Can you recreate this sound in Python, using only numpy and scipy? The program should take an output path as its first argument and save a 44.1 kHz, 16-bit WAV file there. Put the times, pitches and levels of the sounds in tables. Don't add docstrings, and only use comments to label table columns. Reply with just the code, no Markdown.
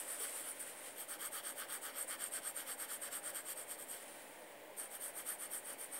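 import sys
import numpy as np
from scipy import signal
from scipy.fft import rfft, irfft, next_fast_len
from scipy.io import wavfile
from scipy.ndimage import uniform_filter1d, map_coordinates

SR = 44100
rng = np.random.default_rng(int(sys.argv[2]) if len(sys.argv) > 2 else 0)


def to_wav(sig):
    pcm = np.clip(np.atleast_2d(sig), -1, 1) * 32767
    pcm = np.round(pcm).astype(np.int16)
    wavfile.write(sys.argv[1], SR, pcm.T)


def volts_from_db(level):
    exponent = np.asarray(level, float) / 20
    return 10 ** exponent


N = 264159

AREA_ENDS = [.8, 1.93, 4.4]


def unit(x):
    return x / np.sqrt(np.mean(x ** 2) + 1e-20)


def along(points, hz):
    f, v = np.transpose(points)
    return np.interp(np.log(hz + 1), np.log(f + 1), v)


def wobble(rate):
    return map_coordinates(rng.standard_normal(int(N * rate / SR) + 4), [np.arange(N) * rate / SR])


def filtered(x, response):
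    m = next_fast_len(N + SR // 4)
    return irfft(rfft(x, m) * response(np.fft.rfftfreq(m, 1 / SR)), m)[:N]


def coloured(x, points):
    return unit(filtered(x, lambda f: volts_from_db(along(points, f))))


def fibres(per_second, spread_db, smooth):
    size_db = spread_db * np.clip(rng.standard_normal(N), -2, 2)
    trips = (rng.random(N) < per_second / SR) * volts_from_db(size_db) * rng.choice([-1, 1], N)
    return unit(unit(trips) + smooth * rng.standard_normal(N))


def patches(shape, depth_db):
    field = uniform_filter1d(rng.standard_normal(shape), size=4, axis=0)
    field = uniform_filter1d(field, size=12, axis=1)
    return volts_from_db(depth_db * unit(field))


def uneven(x, depth_db):
    z = signal.stft(x, nperseg=256)[2]
    return signal.istft(z * patches(z.shape, depth_db), nperseg=256)[1][:N]


def tilted(x, split_hz, tilt_db):
    low = filtered(x, lambda f: 1 / (1 + (f / split_hz) ** 8))
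    area = np.searchsorted(AREA_ENDS, np.arange(N) / SR)
    tilt = volts_from_db(uniform_filter1d(np.take(np.array(tilt_db, float), area), size=8000))
    return low / tilt + (x - low) * tilt


def strokes():
    # start in seconds [s], fastest moment in seconds [s], tip level in dB [dB].
    loose_run = [
        (-0.077, -0.032, -43),
        (0.038, 0.12, -45.5),
        (0.18, 0.222, -42),
        (0.3, 0.405, -46),
        (0.423, 0.488, -46),
    ]
    landing = [
        (0.587, 0.604, -48),
    ]
    long_run = [(0.95, 1.012, -46), (1.065, 1.113, -45.5), (1.176, 1.255, -42.5), (1.305, 1.35, -43.5),
                (1.417, 1.49, -44.5), (1.547, 1.59, -46), (1.668, 1.744, -45), (1.805, 1.846, -45.5),
                (1.92, 2.015, -44.5), (2.066, 2.099, -43.5), (2.171, 2.251, -44), (2.305, 2.344, -43.5),
                (2.406, 2.486, -45), (2.537, 2.579, -44.5), (2.646, 2.71, -43.5), (2.766, 2.819, -45.0),
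                (2.869, 2.931, -44), (2.994, 3.043, -45.5), (3.098, 3.152, -43.5), (3.215, 3.28, -45),
                (3.325, 3.373, -44.5), (3.434, 3.51, -44.5), (3.543, 3.6, -47), (3.659, 3.72, -46),
                (3.765, 3.819, -48.5), (3.86, 3.914, -47.1)]
    last_run = [
        (4.76, 4.798, -45),
        (4.887, 4.95, -48),
        (4.989, 5.053, -45),
        (5.126, 5.194, -47),
        (5.242, 5.289, -42.5),
        (5.374, 5.429, -45),
        (5.49, 5.555, -44.5),
        (5.614, 5.7, -47.5),
        (5.767, 5.82, -47.5),
        (5.889, 5.976, -46.6),
    ]
    run_ends = [.554, .666, 4.008, 6.02]
    # after a push [s], after a pull [s].
    turn_s = [(.033, .019), (0, 0), (.001, .009), (.008, .002)]
    # time in seconds [s], board over tip in dB [dB].
    hand_weight = [(0, -15.5), (1.1, -10.5), (1.35, -9), (1.7, -6), (1.95, -8.5), (3.05, -9), (3.52, -10),
                   (3.65, -14), (6, -11.5)]
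    pull_change_db = [0, 0.71, 0.94, 0.49]
    shaft_over_tip_db = [-11.5, -12, -13, -13.5]
    shaft_follows = .75
    rows = []
    runs = [loose_run, landing, long_run, last_run]
    for run, end, turn, pull_db, shaft_db in zip(runs, run_ends, turn_s, pull_change_db, shaft_over_tip_db):
        for k, (start, fastest, tip_db) in enumerate(run):
            direction = (-1) ** k
            stop = run[k + 1][0] + turn[k % 2] if k + 1 < len(run) else end
            weight_db = np.interp(fastest, *np.transpose(hand_weight)) - direction * pull_db
            over_tip_db = np.array([0, weight_db, shaft_db + shaft_follows * (weight_db + 10)])
            rows.append((start, fastest, stop, direction, tip_db + over_tip_db))
    return rows


def motion(rise, fall, even, lean_db):
    t = np.arange(0, N / SR + .001, .001)
    gains, place, speed = np.zeros((3, len(t))), np.zeros(len(t)), np.zeros(len(t))
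    for start, fastest, stop, direction, levels_db in strokes():
        middle = (start + stop) / 2
        halfway = [fastest + e * (middle - fastest) for e in even]
        done = np.array([np.interp(t, [start, half, stop], [0, .5, 1]) for half in halfway])
        power = np.where(done < .5, np.c_[rise], np.c_[fall])
        gains += volts_from_db(levels_db)[:, None] * np.abs(np.sin(np.pi * done)) ** power
        place[t >= start] = direction * np.cos(np.pi * done[2, t >= start])
        speed = np.maximum(speed, np.sin(np.pi * done[0]))
    gains *= volts_from_db(np.c_[lean_db] * place)
    return [np.interp(np.arange(N) / SR, t, curve) for curve in (*gains, place, speed)]


def hiss(grain, place, speed):
    # frequency in Hz [Hz], density in dB per Hz [dB].
    sheet_areas = [
        [(5000, -56), (6200, -38), (7200, -26), (7800, -12.5), (8600, -7.5), (9400, -10.5), (10400, -19),
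         (11350, -14), (11800, -22), (12300, -20), (13100, -22), (13700, -17), (14600, -23), (15700, -27)],
        [(5000, -50), (6300, -33), (7200, -25), (7700, -25), (8400, -11.5), (8900, -11), (9800, -23),
         (10700, -18), (11350, -27), (12050, -14), (12750, -18), (13300, -25), (14400, -30), (15600, -22)],
        [(5000, -39.5), (6200, -43), (7400, -21.5), (7800, -24.5), (8450, -7.5), (8950, -17.5), (9300, -14.5),
         (10150, -25), (10650, -20.5), (11250, -25), (11900, -16), (13200, -26), (14900, -25.5), (15600, -38)],
        [(5000, -45), (6100, -35.5), (7200, -29), (8000, -18), (8750, -8.5), (9700, -13.5), (10350, -25.5),
         (11400, -18.5), (11800, -22), (12400, -12.5), (12800, -22), (13600, -32), (14200, -24), (15700, -32)],
    ]
    swing = [.02, .03, .05, .04]
    grip_slow, grip_fast = .95, 1.03
    hz, t, z = signal.stft(grain, SR, nperseg=256)
    area = np.searchsorted(AREA_ENDS, t)
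    upper = np.clip((hz - 10400) / 1200, 0, 1) * np.clip((15200 - hz) / 1500, 0, 1)
    reach = upper[:, None] * np.interp(t * SR, np.arange(N), place)
    slid = hz[:, None] / (1 + np.take(swing, area) * reach)
    grip = np.interp(np.interp(t * SR, np.arange(N), speed), [0, 1], [grip_slow, grip_fast])
    slid /= 1 + (hz < 10400)[:, None] * (area == 0) * (grip - 1)
    colours = [volts_from_db(along(points, slid)) for points in sheet_areas]
    colour = np.choose(area, [c / np.sqrt(np.mean(c ** 2)) for c in colours])
    z = z * colour * volts_from_db(1.0 * reach) * patches(z.shape, depth_db=2.13)
    return unit(signal.istft(z, SR, nperseg=256)[1][:N])


def pencil():
    # frequency in Hz [Hz], density in dB per Hz [dB].
    shaft_colour = [(2000, -40), (2600, -12.5), (3120, 2), (3500, -2.5), (4000, -10.5), (4550, -1.5),
                    (5000, -11), (5400, -5.5), (6200, -13.5), (7500, -28), (12000, -120)]
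    # frequency in Hz [Hz], width in Hz [Hz], level in dB [dB].
    board_modes = [(1175, 180, 3.5), (1467, 124, 4.5), (1640, 237, 0.5), (1896, 220, -1.5),
                   (2184, 220, -4.5)]
    board_tilt_db = [2.2, 1.3, 2.6, 3.2]
    shaft_tilt_db = [1.6, -1.5, 0.57, 0.65]
    dig_s, dig_length_s, dig_db = .2, .059, 4.4

    def board_response(f):
        ringing = 0
        for k, (centre, width, db) in enumerate(board_modes):
            mode = 1j * f * width / (centre * centre - f * f + 1j * f * width)
            ringing = ringing + (-1) ** k * volts_from_db(db) * mode
        return ringing / (1 + (1050 / (f + 1)) ** 12) / (1 + (f / 2450) ** 8)

    tip, board, shaft, place, speed = motion(
        rise=[1.4, 1.5, 1.4], fall=[1.7, 1.4, 1.5], even=[0, .9, .7], lean_db=[0, 1.5, 3.5])
    grain = fibres(per_second=3000, spread_db=3.0, smooth=1.2)
    coarse = uneven(fibres(per_second=2000, spread_db=4.5, smooth=1.3), depth_db=1.5)
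    flutter = volts_from_db(0.55 * wobble(45) + 0.95 * wobble(300))
    sway = volts_from_db(.4 * wobble(25))
    wood = tilted(unit(filtered(coarse, board_response)), 1590, board_tilt_db)
    body = tilted(coloured(coarse + 0.73 * grain, shaft_colour), 5100, shaft_tilt_db)
    middle_s = dig_s + dig_length_s / 2
    dig = volts_from_db(dig_db * (np.abs(np.arange(N) / SR - middle_s) < dig_length_s / 2))
    scratch = flutter * tip * hiss(grain, place, speed)
    return scratch + sway * (volts_from_db(0.6) * board * wood + volts_from_db(-0.38) * shaft * body) * dig


def hand():
    # start in seconds [s], hold in seconds [s], hiss in dB [dB], fade in dB per second [dB/s].
    drags = [
        (-.1, .3, -52.5, 60),
        (0.292, 0.065, -49.5, 58),
        (.52, .13, -56.5, 60),
        (.69, .01, -52, 80),
        (0.812, 0.071, -53.5, 107),
        (1, 2.9, -64.5, 8),
        (3.962, 0.11, -57.5, 19),
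        (4.85, 1.3, -64.5, 30),
    ]
    # frequency in Hz [Hz], density in dB per Hz [dB].
    skin_hiss = [(3530, -59), (6000, -41), (6740, -20), (7270, -11), (7720, -6.5), (8810, -0.5), (9200, 0),
                 (9930, -7.5), (10700, -6.5), (11700, -13), (12500, -7.5), (13800, -14), (15600, -23)]
    skin_body = [(650, -28), (1100, 1.5), (1180, -2), (1570, 3), (1690, -2.5), (1940, 2), (2490, -4.5),
                 (3070, -1), (3780, -4.5), (6500, -10.5), (8450, -49), (14300, -120)]
    rise_db_per_s = 83
    t = np.arange(N) / SR
    grain = fibres(per_second=4000, spread_db=2.5, smooth=1.13)
    levels_db = []
    for start, hold, db, fade in drags:
        rising = rise_db_per_s * np.maximum(start - t, 0)
        fading = fade * np.maximum(t - start - hold, 0)
        levels_db.append(db - rising - fading)
    hiss_db = np.max(levels_db, axis=0)
    body_db = -60.5 + 0.72 * (hiss_db + 55.5)
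    fine = coloured(uneven(grain, depth_db=1.5), skin_hiss)
    body = coloured(grain, skin_body)
    flutter = volts_from_db(.8 * wobble(37))
    return flutter * (volts_from_db(hiss_db) * fine + volts_from_db(body_db) * body)


def room():
    # frequency in Hz [Hz], density in dB per Hz [dB].
    air_colour = [(15, -21), (40, -34.5), (120, -19.5), (200, -15), (262, -11.5), (400, -10.5), (560, -5.5),
                  (760, -10.5), (1050, -13), (1300, -17), (1900, -9.5), (2500, -15.5), (4000, -30.5),
                  (6500, -47)]
    # frequency in Hz [Hz], width in Hz [Hz], lift in dB [dB].
    fan_modes = [(269, 11, 7.0), (314, 30, 7.6), (359, 11, 3.3), (419, 14, 4.8), (448, 14, 2.6),
                 (478, 24, 4.5), (510, 13, 5.8), (541, 16, 5.8), (577, 18, 8.5), (612, 22, 7.5),
                 (690, 22, 7.0), (720, 13, 4.4), (779, 6, 2.4), (807, 44, 8.7), (869, 17, 5.8),
                 (899, 12, 9.1), (929, 11, 7.2), (989, 19, 2.5), (1019, 15, 7.2), (2192, 27, 4.5),
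                 (2370, 25, 3.5)]

    def response(f):
        lift_db = sum(db / (1 + (2 * (f - centre) / width) ** 2) for centre, width, db in fan_modes)
        return volts_from_db(along(air_colour, f) + lift_db)

    air = unit(filtered(rng.standard_normal(N), response))
    return volts_from_db(-56.5 + 0.075 * wobble(1.99)) * air


def whistle():
    # frequency in Hz [Hz], rms level in dB [dB].
    line_tones = [(15715, -82), (15736, -84)]
    t = np.arange(N) / SR
    out = np.zeros(N)
    for hz, db in line_tones:
        level = volts_from_db(db + 3 + 2.5 * wobble(6))
        out += level * np.sin(2 * np.pi * hz * t + 2.5 * wobble(8))
    return out


def snags():
    # time in seconds [s], peak level in dB [dB].
    coarse_fibres = [(0.2028, -30), (2.0137, -21.5), (2.2397, -24), (2.3371, -29), (2.4639, -40),
                     (2.4737, -35), (2.5644, -28), (3.913, -30), (4.798, -26), (5.0398, -26.5),
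                     (5.2887, -26)]
    out, t = np.zeros(N + SR), np.arange(SR // 100) / SR
    swell = (t / .001) ** 2 * np.exp(2 - 2 * t / .001)
    for s, db in coarse_fibres:
        ring = sum(np.sin(2 * np.pi * (rng.normal(8660, 220) * t + rng.random())) for _ in range(3))
        out[round(s * SR):][:len(t)] += volts_from_db(db - 13.0) * swell * ring
    return out[:N]


def thump():
    start_s, level_db, t60_s = .203, -48.5, 0.17
    t = np.maximum(np.arange(N) / SR - start_s, 0)
    envelope = volts_from_db(level_db - 60 * t / t60_s) * (1 - np.exp(-t / 0.0025))
    return envelope * (np.sin(2 * np.pi * 425 * t) + np.sin(2 * np.pi * 462 * t))


def tick():
    start_s, level_db, t60_s = .6005, -41, .03
    t = np.arange(N) / SR - start_s
    envelope = (t > 0) * volts_from_db(level_db - 60 * np.maximum(t, 0) / t60_s)
    burst = envelope * rng.standard_normal(N)
    return filtered(burst, lambda f: 1 / (1 + (6500 / (f + 1)) ** 4))


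def walls(x):
    t60_s, level_db = .05, -15
    t = np.arange(SR // 4) / SR
    tail = rng.standard_normal(len(t)) * volts_from_db(-60 * t / t60_s)
    return volts_from_db(level_db) * signal.fftconvolve(x, tail / np.linalg.norm(tail))[:N]


def scene():
    near = pencil() + hand() + snags() + thump() + tick()
    return np.tile(near + walls(near) + room() + whistle(), (2, 1))


def band_limit(x):
    return signal.sosfilt(signal.butter(12, 16560, fs=SR, output="sos"), x)


def record(dry):
    # frequency in Hz [Hz], density in dB per Hz [dB].
    mic_hiss = [(1800, -49), (3000, -1), (4000, -9), (5000, -11), (6000, -15.5), (7000, -9), (10000, -8),
                (13700, -6.5), (15600, -0.5)]
    top_hz, offset = 15745, -.0002
    self_noise = volts_from_db(-61.5) * coloured(rng.standard_normal(N), mic_hiss)
    mono = filtered(dry[0] + self_noise, lambda f: volts_from_db(-.3 * np.maximum(f - top_hz, 0))) + offset
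    return band_limit(np.array([mono, mono]))


dry = scene()
out = record(dry)
to_wav(out)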